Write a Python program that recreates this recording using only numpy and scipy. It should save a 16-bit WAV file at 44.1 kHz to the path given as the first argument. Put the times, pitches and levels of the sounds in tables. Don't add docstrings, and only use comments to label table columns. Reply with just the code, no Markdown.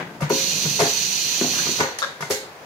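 import sys
import numpy as np
from scipy import signal
from scipy.fft import rfft, irfft, next_fast_len
from scipy.io import wavfile

SR = 44100
rng = np.random.default_rng(int(sys.argv[2]) if len(sys.argv) > 2 else 0)


def natural_amplitude(level_db):
    exponent = np.asarray(level_db, float) / 20
    return 10 ** exponent


def wav_out(sig):
    wavfile.write(sys.argv[1], SR, np.round(np.clip(np.atleast_2d(sig).T, -1, 1) * 32767).astype(np.int16))


N = 116865

LEAD = 8820
SIZE = next_fast_len(N + 3 * LEAD + SR)
HZ = np.maximum(np.arange(SIZE // 2 + 1) * SR / SIZE, 1)
T = (np.arange(N + LEAD) - LEAD) / SR
SIDES = np.array([[1], [-1]])

JET_OPEN_S, JET_SHUT_S, JET_RISE_S, JET_FALL_S = 0.29, 1.78, 0.017, 0.059
JET_DB, JET_SAG_DB_PER_S = -25.5, -0.5
# (frequency [Hz], density [dB per Hz])
JET_COLOUR = [(1900, -17), (2700, -8), (5200, -16.5), (7300, -21.5), (8000, -24.5), (11800, -30.5),
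              (13200, -28.5), (15000, -22.5)]
# (frequency [Hz], width [Hz], level added on top of the broad colour [dB relative to it])
NOZZLE_PEAKS = [(2670, 330, -9.5), (4300, 730, 5), (2750, 440, -17), (6050, 410, 7.5), (6105, 950, 4.5),
                (6830, 670, 3), (9900, 1300, 3), (13300, 850, 7.5)]
# (frequency [Hz], width [Hz], gain [dB])
JET_HOLLOWS = [(2960, 730, -1), (4410, 150, 6), (5420, 195, -1.5), (7500, 270, -1)]

# (time [s], level [dB], rise [s], decay [s], tilt [dB per octave])
VALVE_PUFFS = [(-.03, -36, 0.0068, 0.036, -3.5), (0.208, -35.5, .001, 0.022, 5),
               (0.221, -27, .003, 0.036, -5.5), (0.294, -24, 0.0011, 0.012, 27),
               (.796, -19.5, 0.0072, 0.053, 1), (1.802, -21.5, 0.0027, 0.017, -1.5),
               (1.986, -25.5, 0.00077, 0.025, 1), (2.02, -34, 0.011, 0.089, -4.5),
               (2.209, -34.5, .0004, 0.057, 1), (2.298, -28, .001, 0.011, 20),
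               (2.305, -20.5, 0.0037, 0.036, 2.5)]
# (frequency [Hz], density [dB per Hz])
PUFF_COLOUR = [(300, -19), (1700, 5.5), (3000, 2.5), (4500, 5.5), (7000, 0.5), (8000, -5), (12000, -6),
               (15000, -21.5)]
PUFF_GRAIN_DB = 1.5

# (time [s], base [dB], frame [dB], rail [dB], guards [dB])
END_STOPS = [(.206, -41, -31, -29, -28.5), (.221, -9.5, -34, -45, -26), (.227, -16.5, -56, -21.5, -30),
             (0.3, -39, -22, -21, -23), (0.306, -26.5, -14, -34, -29.5), (.652, -15.5, -32, -39, -31.5),
             (0.663, -14, -32, -50, -55), (0.792, -55, -19, -20, -22), (0.802, -18, -13.5, -12, -16.5),
             (0.82, -18, -17, -13, -39), (.845, -38, -25, -16.5, -32), (1.413, -27, -22, -25, -30),
             (1.445, -24, -38, -20.5, -50), (1.667, -27, -29, -29, -29.5), (1.789, -30, -39, -24, -26),
             (1.8025, -29, -20, -22, -20.5), (1.8072, -20, -17.5, -16, -15), (1.835, -41, -47, -24.5, -23),
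             (2.206, -28, -33, -38, -28.5), (2.226, -17.5, -29.5, -26.5, -22),
             (2.303, -41, -16.5, -26, -35), (2.309, -35, -24, -20.5, -33)]
# (time [s], level [dB])
TRAY_THUDS = [(.221, -50), (0.304, -16.5), (0.321, -15), (.652, -23), (0.803, -19), (.830, -16),
              (1.413, -11), (1.428, -21), (1.444, -17), (1.480, -25.5), (1.668, -32), (1.690, -20.5),
              (1.799, -16.5), (2.306, -26)]
# (time [s], level [dB], shudder [s])
DROPPER_TAPS = [
    (1.589, -23.5, 0.02),
    (2.019, -30, 0.0011),
    (2.027, -23.5, 0.002),
    (2.038, -21.5, 0.0019),
    (2.045, -24, 0.018),
]
# (frequency [Hz], level [dB], t60 [s])
BASE_MODES = [(61, -21, 0.14), (110, -16, 0.11), (152, 1, 0.096)]
# (frequency [Hz], level [dB], t60 [s])
FRAME_MODES = [(400, -2, 0.08), (533, -9, .1), (425, -2, 0.1)]
# (frequency [Hz], level [dB], t60 [s])
RAIL_MODES = [(594, -2, 0.071), (633, 0, 0.034), (701, 0.5, 0.078), (703, -19, 0.13), (798, -10, 0.12),
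              (1075, -12, 0.17)]
# (frequency [Hz], level [dB], t60 [s])
GUARD_MODES = [(921, 4, 0.044), (997, 3.5, 0.034), (1195, 1.5, 0.067), (1462, 0, 0.077), (2090, -5, 0.084),
               (2112, -1, 0.16), (2182, -7, 0.046), (2726, -3, 0.03)]
# (frequency [Hz], level [dB], t60 [s])
TRAY_MODES = [(196.5, -13.5, 0.053), (243, -3, 0.1), (295.2, -10, 0.19), (349, 5, 0.033)]
# (frequency [Hz], level [dB], t60 [s])
DROPPER_MODES = [(558.4, -6, 0.15), (1084, 1.5, 0.036), (1220, -8, 0.06), (1300, -4, 0.069),
                 (1493, -4, 0.094), (1620, 1, 0.096), (3350, -1.5, 0.023), (3650, 3.5, 0.035),
                 (4690, 3, 0.01), (6000, -8, 0.012)]
MODE_SCATTER_DB, SHUDDER_DB, SHUDDER_S = 1.5, -11.0, 0.014
LONGEST_RING_S, MOST_CYCLES = 0.5, 200

# (time [s], level [dB], decay [s])
SHEET_BUZZ = [
    (-.03, -23, 0.048),
    (.222, -30.5, 0.074),
    (.80, -23.5, 0.063),
    (0.401, -36.5, 0.033),
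    (1.411, -39, 0.1),
    (1.53, -35, 0.34),
    (1.801, -27, 0.083),
    (2.027, -50, 0.02),
    (2.306, -34, 0.045),
]
BUZZ_LOW_HZ, BUZZ_HIGH_HZ, BUZZ_GRAIN_DB, BUZZ_RISE_S = 320, 2370, 2, 0.0018

# (time [s], peak [dB], frequency [Hz],
# t60 [s])
DRY_CLICKS = [(.215, -21, 65, 0.13), (0.796, -25, 70, 0.13), (1.799, -18, 89, 0.07),
              (1.8071, -12.5, 945, .05), (2.303, -26, 80, .1), (0.207, -38, 6350, 0.011),
              (1.586, -23, 1493, .03), (1.599, -21, 1710, .03), (1.9868, -17, 6380, 0.0092),
              (1.9868, -26, 10000, 0.0097), (1.988, -21, 1870, .02), (2.004, -25, 4460, 0.028),
              (2.0197, -8.5, 1300, 0.0095), (2.0194, -21, 3900, .012), (2.0257, -6, 1320, 0.015),
              (2.026, -20, 5600, .01), (2.0263, -17, 3850, 0.009), (2.031, -16, 1500, 0.026),
              (2.031, -20, 3910, 0.018), (2.0385, -24, 1380, 0.021), (2.045, -16, 1330, 0.023),
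              (2.045, -36, 3650, 0.013), (2.2087, -30, 5900, .02), (2.209, -20, 1720, 0.013),
              (2.2082, -29, 11500, .008), (2.2231, -19, 1800, 0.03)]
# (time [s], peak [dB], frequency [Hz], t60 [s])
LONG_RINGS = [(.212, -25, 542, 0.16), (.301, -16.5, 420.6, 0.31), (.312, -22.5, 538, 0.35),
              (.302, -16.5, 942, 0.08), (.325, -28, 997, 0.21), (.797, -18.5, 677, 0.17),
              (.803, -16, 421, 0.29), (.806, -22.5, 539, 0.29), (.826, -18, 686, .25),
              (1.835, -24, 531, .3), (1.810, -33, 2047, .4), (2.032, -32, 534, 0.3),
              (2.305, -21, 422.5, 0.33), (2.307, -25, 528.5, 0.28), (2.310, -29, 2154, 0.42)]
CLICK_LAG_S = 0.0002

# (frequency [Hz], density [dB per Hz])
TONE_COLOUR = [(30, -13), (250, -15), (450, -5.5), (900, -7), (2400, -15), (2800, -19.5), (7000, -29),
               (8200, -41)]
TONE_DB, TONE_SWAY_DB = -41.5, 1.5
RUMBLE_HZ, RUMBLE_WIDTH_HZ, RUMBLE_IDLE_DB, RUMBLE_LOAD_DB = 158.5, 40, -52.5, -40.5
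RUMBLE_LEFTOVER_DB, RUMBLE_LEFTOVER_S = -38.5, 0.19
DRONE_HZ, DRONE_WIDTH_HZ, DRONE_DB = 263, 210, -7

# (frequency [Hz], left-right likeness [0-1])
PORT_LIKENESS = [(60, 0.96), (200, 0.97), (400, 0.88), (700, 0.86), (1300, 0.0057), (15000, 0.008)]
# (frequency [Hz], left minus right [dB])
PORT_DIFFERENCE = [(100, 4), (1500, 3), (2900, 2.5), (4300, -5.5), (6100, -14.5), (7200, -12), (8000, 1),
                   (15000, -3)]
# (frequency [Hz], t60 [s])
ROOM_DECAY = [(100, 0.26), (1000, 0.35), (6000, 0.39), (15000, 0.23)]
ROOM_DB, JET_ROOM_DB, ROOM_GAP_S = -4.5, -1.5, 0.01
PANEL_FIRST_S, PANEL_ECHO_S, PANEL_ECHO_DB = 0.003, 0.014, -5
DIRECT_PAN_DB = 3.5
HISS_DB, CEILING = -55, 0.75


def jet():
    peaks = sum(natural_amplitude(db) * peak(hz, width_hz) for hz, width_hz, db in NOZZLE_PEAKS)
    edges_db = -20 * np.log10(1 + (1500 / HZ) ** 2 + (HZ / 15300) ** 60)
    hollows_db = sum(db * peak(hz, width_hz) for hz, width_hz, db in JET_HOLLOWS)
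    jet_db = at_hz(JET_COLOUR) + 20 * np.log10(1 + peaks) + edges_db + hollows_db
    air = rms_one(colour(rng.standard_normal(len(T)), jet_db))
    flutter_db = 0.5 * drift(8.3) + 0.88 * drift(39)
    return air * jet_gate(JET_FALL_S) * natural_amplitude(JET_DB + JET_SAG_DB_PER_S * (T - 1.5) + flutter_db)


def jet_gate(fall_s):
    return (1 - dying(JET_OPEN_S, JET_RISE_S)) * dying(JET_SHUT_S, fall_s)


def panels(x):
    lags, sizes = rng.random((2, 24)), rng.standard_normal((2, 24))
    taps = np.zeros((2, 4000))
    taps[:, 0] = 1
    for port in range(2):
        at = ((PANEL_FIRST_S + lags[port] * PANEL_ECHO_S) * SR).astype(int)
        taps[port, at] = natural_amplitude(PANEL_ECHO_DB) * sizes[port] * (1 - 0.93 * lags[port])
    taps = taps / np.sqrt(np.sum(taps ** 2, axis=1, keepdims=True))
    return convolve(x, taps)


def puffs():
    out = 0
    white = rng.standard_normal((3, len(T))) * natural_amplitude(PUFF_GRAIN_DB * drift(450))
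    for s, db, rise_s, decay_s, tilt_db in VALVE_PUFFS:
        air = rms_one(colour(white, at_hz(PUFF_COLOUR) + tilt_db * np.log2(HZ / 4000)))
        out = out + natural_amplitude(db) * air * np.clip((T - s) / rise_s, 0, 1) * dying(s, decay_s)
    return out


def blows():
    out = strike([(s, db, SHUDDER_S) for s, db in TRAY_THUDS], TRAY_MODES)
    for column, body in enumerate((BASE_MODES, FRAME_MODES, RAIL_MODES, GUARD_MODES), 1):
        out = out + strike([(row[0], row[column], SHUDDER_S) for row in END_STOPS], body)
    return out + buzz() + strike(DROPPER_TAPS, DROPPER_MODES) + clicks()


def strike(rows, body):
    out = np.zeros((2, len(T)))
    draws = rng.standard_normal((len(rows), len(body), 2))
    for m, (hz, mode_db, t60_s) in enumerate(body):
        shake, knock = np.full(len(T), 1e-18), np.zeros((2, len(T)))
        alike = np.clip(at_hz(PORT_LIKENESS, hz), 0, 1)
        for (s, db, shudder_s), draw in zip(rows, draws):
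            size = natural_amplitude(db + mode_db - 5 + MODE_SCATTER_DB * draw[m, 0])
            at = int(s * SR) + LEAD
            age = T[at:at + LEAD] - s
            shake[at:at + LEAD] += size * np.exp(-age / shudder_s) / np.sqrt(shudder_s * SR / 2)
            lag = int((1 - alike) * abs(draw[m, 1]) * SR / hz / 2)
            knock[0, at] += size
            knock[1, at + lag] += size
        mid, side = rng.standard_normal((2, len(T)))
        shudder = natural_amplitude(SHUDDER_DB) * shake * two_ports(mid, side, alike)
        ring_s = min(t60_s, LONGEST_RING_S, MOST_CYCLES / hz)
        r, w = natural_amplitude(-60 / (ring_s * SR)), 2 * np.pi * hz / SR
        drive = (-1) ** m * knock + shudder
        out += signal.lfilter([0.5, 0, -0.5], [1, -2 * r * np.cos(w), r * r], drive)
    return out


def buzz():
    band = signal.butter(3, [BUZZ_LOW_HZ, BUZZ_HIGH_HZ], "band", fs=SR, output="sos")
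    noise = rms_one(signal.sosfilt(band, wide_noise() * natural_amplitude(BUZZ_GRAIN_DB * drift(160))))
    level = 0
    for s, db, decay_s in SHEET_BUZZ:
        level = level + natural_amplitude(db) * np.clip((T - s) / BUZZ_RISE_S, 0, 1) * dying(s, decay_s)
    return noise * level


def clicks():
    out = np.zeros((2, len(T)))
    for s, db, hz, t60_s in DRY_CLICKS + LONG_RINGS:
        near = slice(int(s * SR) + LEAD, int((s + 2 * t60_s) * SR) + LEAD)
        age = T[near] - s - np.array([[0], [CLICK_LAG_S]])
        age = np.clip(age, 0, None)
        onset = np.clip(age * hz, 0, 1)
        out[:, near] += natural_amplitude(db - 60 * age / t60_s) * np.sin(2 * np.pi * hz * age) * onset
    return out


def room(x):
    noise, t, tail = wide_noise()[:, :SR], np.arange(SR) / SR, 0
    for low_hz in 40 * 2. ** np.arange(9):
        octave = [low_hz, min(2 * low_hz, 0.45 * SR)]
        band = signal.sosfilt(signal.butter(2, octave, "band", fs=SR, output="sos"), noise)
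        t60_s = at_hz(ROOM_DECAY, 2.16 * low_hz)
        tail = tail + band * natural_amplitude(-60 * t / t60_s) / np.sqrt(t60_s)
    tail = tail * np.clip(t / ROOM_GAP_S - 1, 0, 1)
    return convolve(x, tail / np.sqrt(np.sum(tail ** 2) / 2))


def workshop():
    tone = natural_amplitude(TONE_DB + TONE_SWAY_DB * drift(5.7)) * rms_one(colour(wide_noise(), at_hz(TONE_COLOUR)))
    drone = natural_amplitude(DRONE_DB) ** 2 * peak(DRONE_HZ, DRONE_WIDTH_HZ)
    edges_db = -20 * np.log10(1 + (40 / HZ) ** 2 + (HZ / 900) ** 2)
    hump_db = 10 * np.log10(drone + peak(RUMBLE_HZ, RUMBLE_WIDTH_HZ)) + edges_db
    rumble = rms_one(colour(wide_noise(), hump_db)) * natural_amplitude(1.9 * drift(2.7))
    leftover = natural_amplitude(RUMBLE_LEFTOVER_DB) * dying(0, RUMBLE_LEFTOVER_S)
    load = natural_amplitude(RUMBLE_LOAD_DB) * jet_gate(0.033)
    return tone + rumble * (natural_amplitude(RUMBLE_IDLE_DB) + leftover + load)


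def wide_noise():
    mid, side = rfft(rng.standard_normal((2, len(T))), SIZE)
    alike = np.clip(at_hz(PORT_LIKENESS), 0, 0.99)
    return irfft(two_ports(mid, side, alike), SIZE)[:, :len(T)]


def two_ports(mid, side, alike):
    return np.sqrt(1 + alike) * mid + np.sqrt(1 - alike) * side * SIDES


def drift(rate_hz):
    return rms_one(colour(rng.standard_normal(len(T)), -20 * np.log10(1 + (HZ / rate_hz) ** 2)))


def dying(s, decay_s):
    return np.exp(-np.clip(T - s, 0, None) / decay_s)


def peak(hz, width_hz):
    return 1 / (1 + (2 * (HZ - hz) / width_hz) ** 2)


def rms_one(x):
    return x / np.sqrt(np.mean(x ** 2) + 1e-20)


def at_hz(points, hz=HZ):
    points = np.array(points)
    return np.interp(np.log(hz), np.log(points[:, 0]), points[:, 1])


def colour(x, db):
    return irfft(rfft(x, SIZE) * natural_amplitude(db), SIZE)[..., :len(T)]


def convolve(x, response):
    return irfft(rfft(x, SIZE) * rfft(response, SIZE), SIZE)[:, :len(T)]


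def scene():
    steady = jet()
    air = panels(steady) + natural_amplitude(JET_ROOM_DB) * room(steady)
    short, metal = puffs(), blows()
    rest = short[:2] + natural_amplitude(ROOM_DB) * room(short[2] + metal.mean(axis=0)) + workshop()
    ports_db = at_hz(PORT_DIFFERENCE) * SIDES / 2
    panned_metal = metal * natural_amplitude(DIRECT_PAN_DB * SIDES / 2)
    return (colour(air, ports_db) + colour(rest, 0.69 * ports_db) + panned_metal)[:, LEAD:]


def roll_off(x):
    return signal.sosfilt(signal.butter(12, 16460, fs=SR, output="sos"), x)


def record(dry):
    low_cut = signal.butter(2, 100.0, "high", fs=SR, output="sos")
    heard = signal.sosfilt(low_cut, dry) + natural_amplitude(HISS_DB) * rng.standard_normal(dry.shape)
    rounded = CEILING * np.tanh(heard / CEILING)
    top_cut = signal.ellip(8, 1, 45, 15750, fs=SR, output="sos")
    return roll_off(signal.sosfilt(top_cut, rounded))


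dry = scene()
out = record(dry)
wav_out(out)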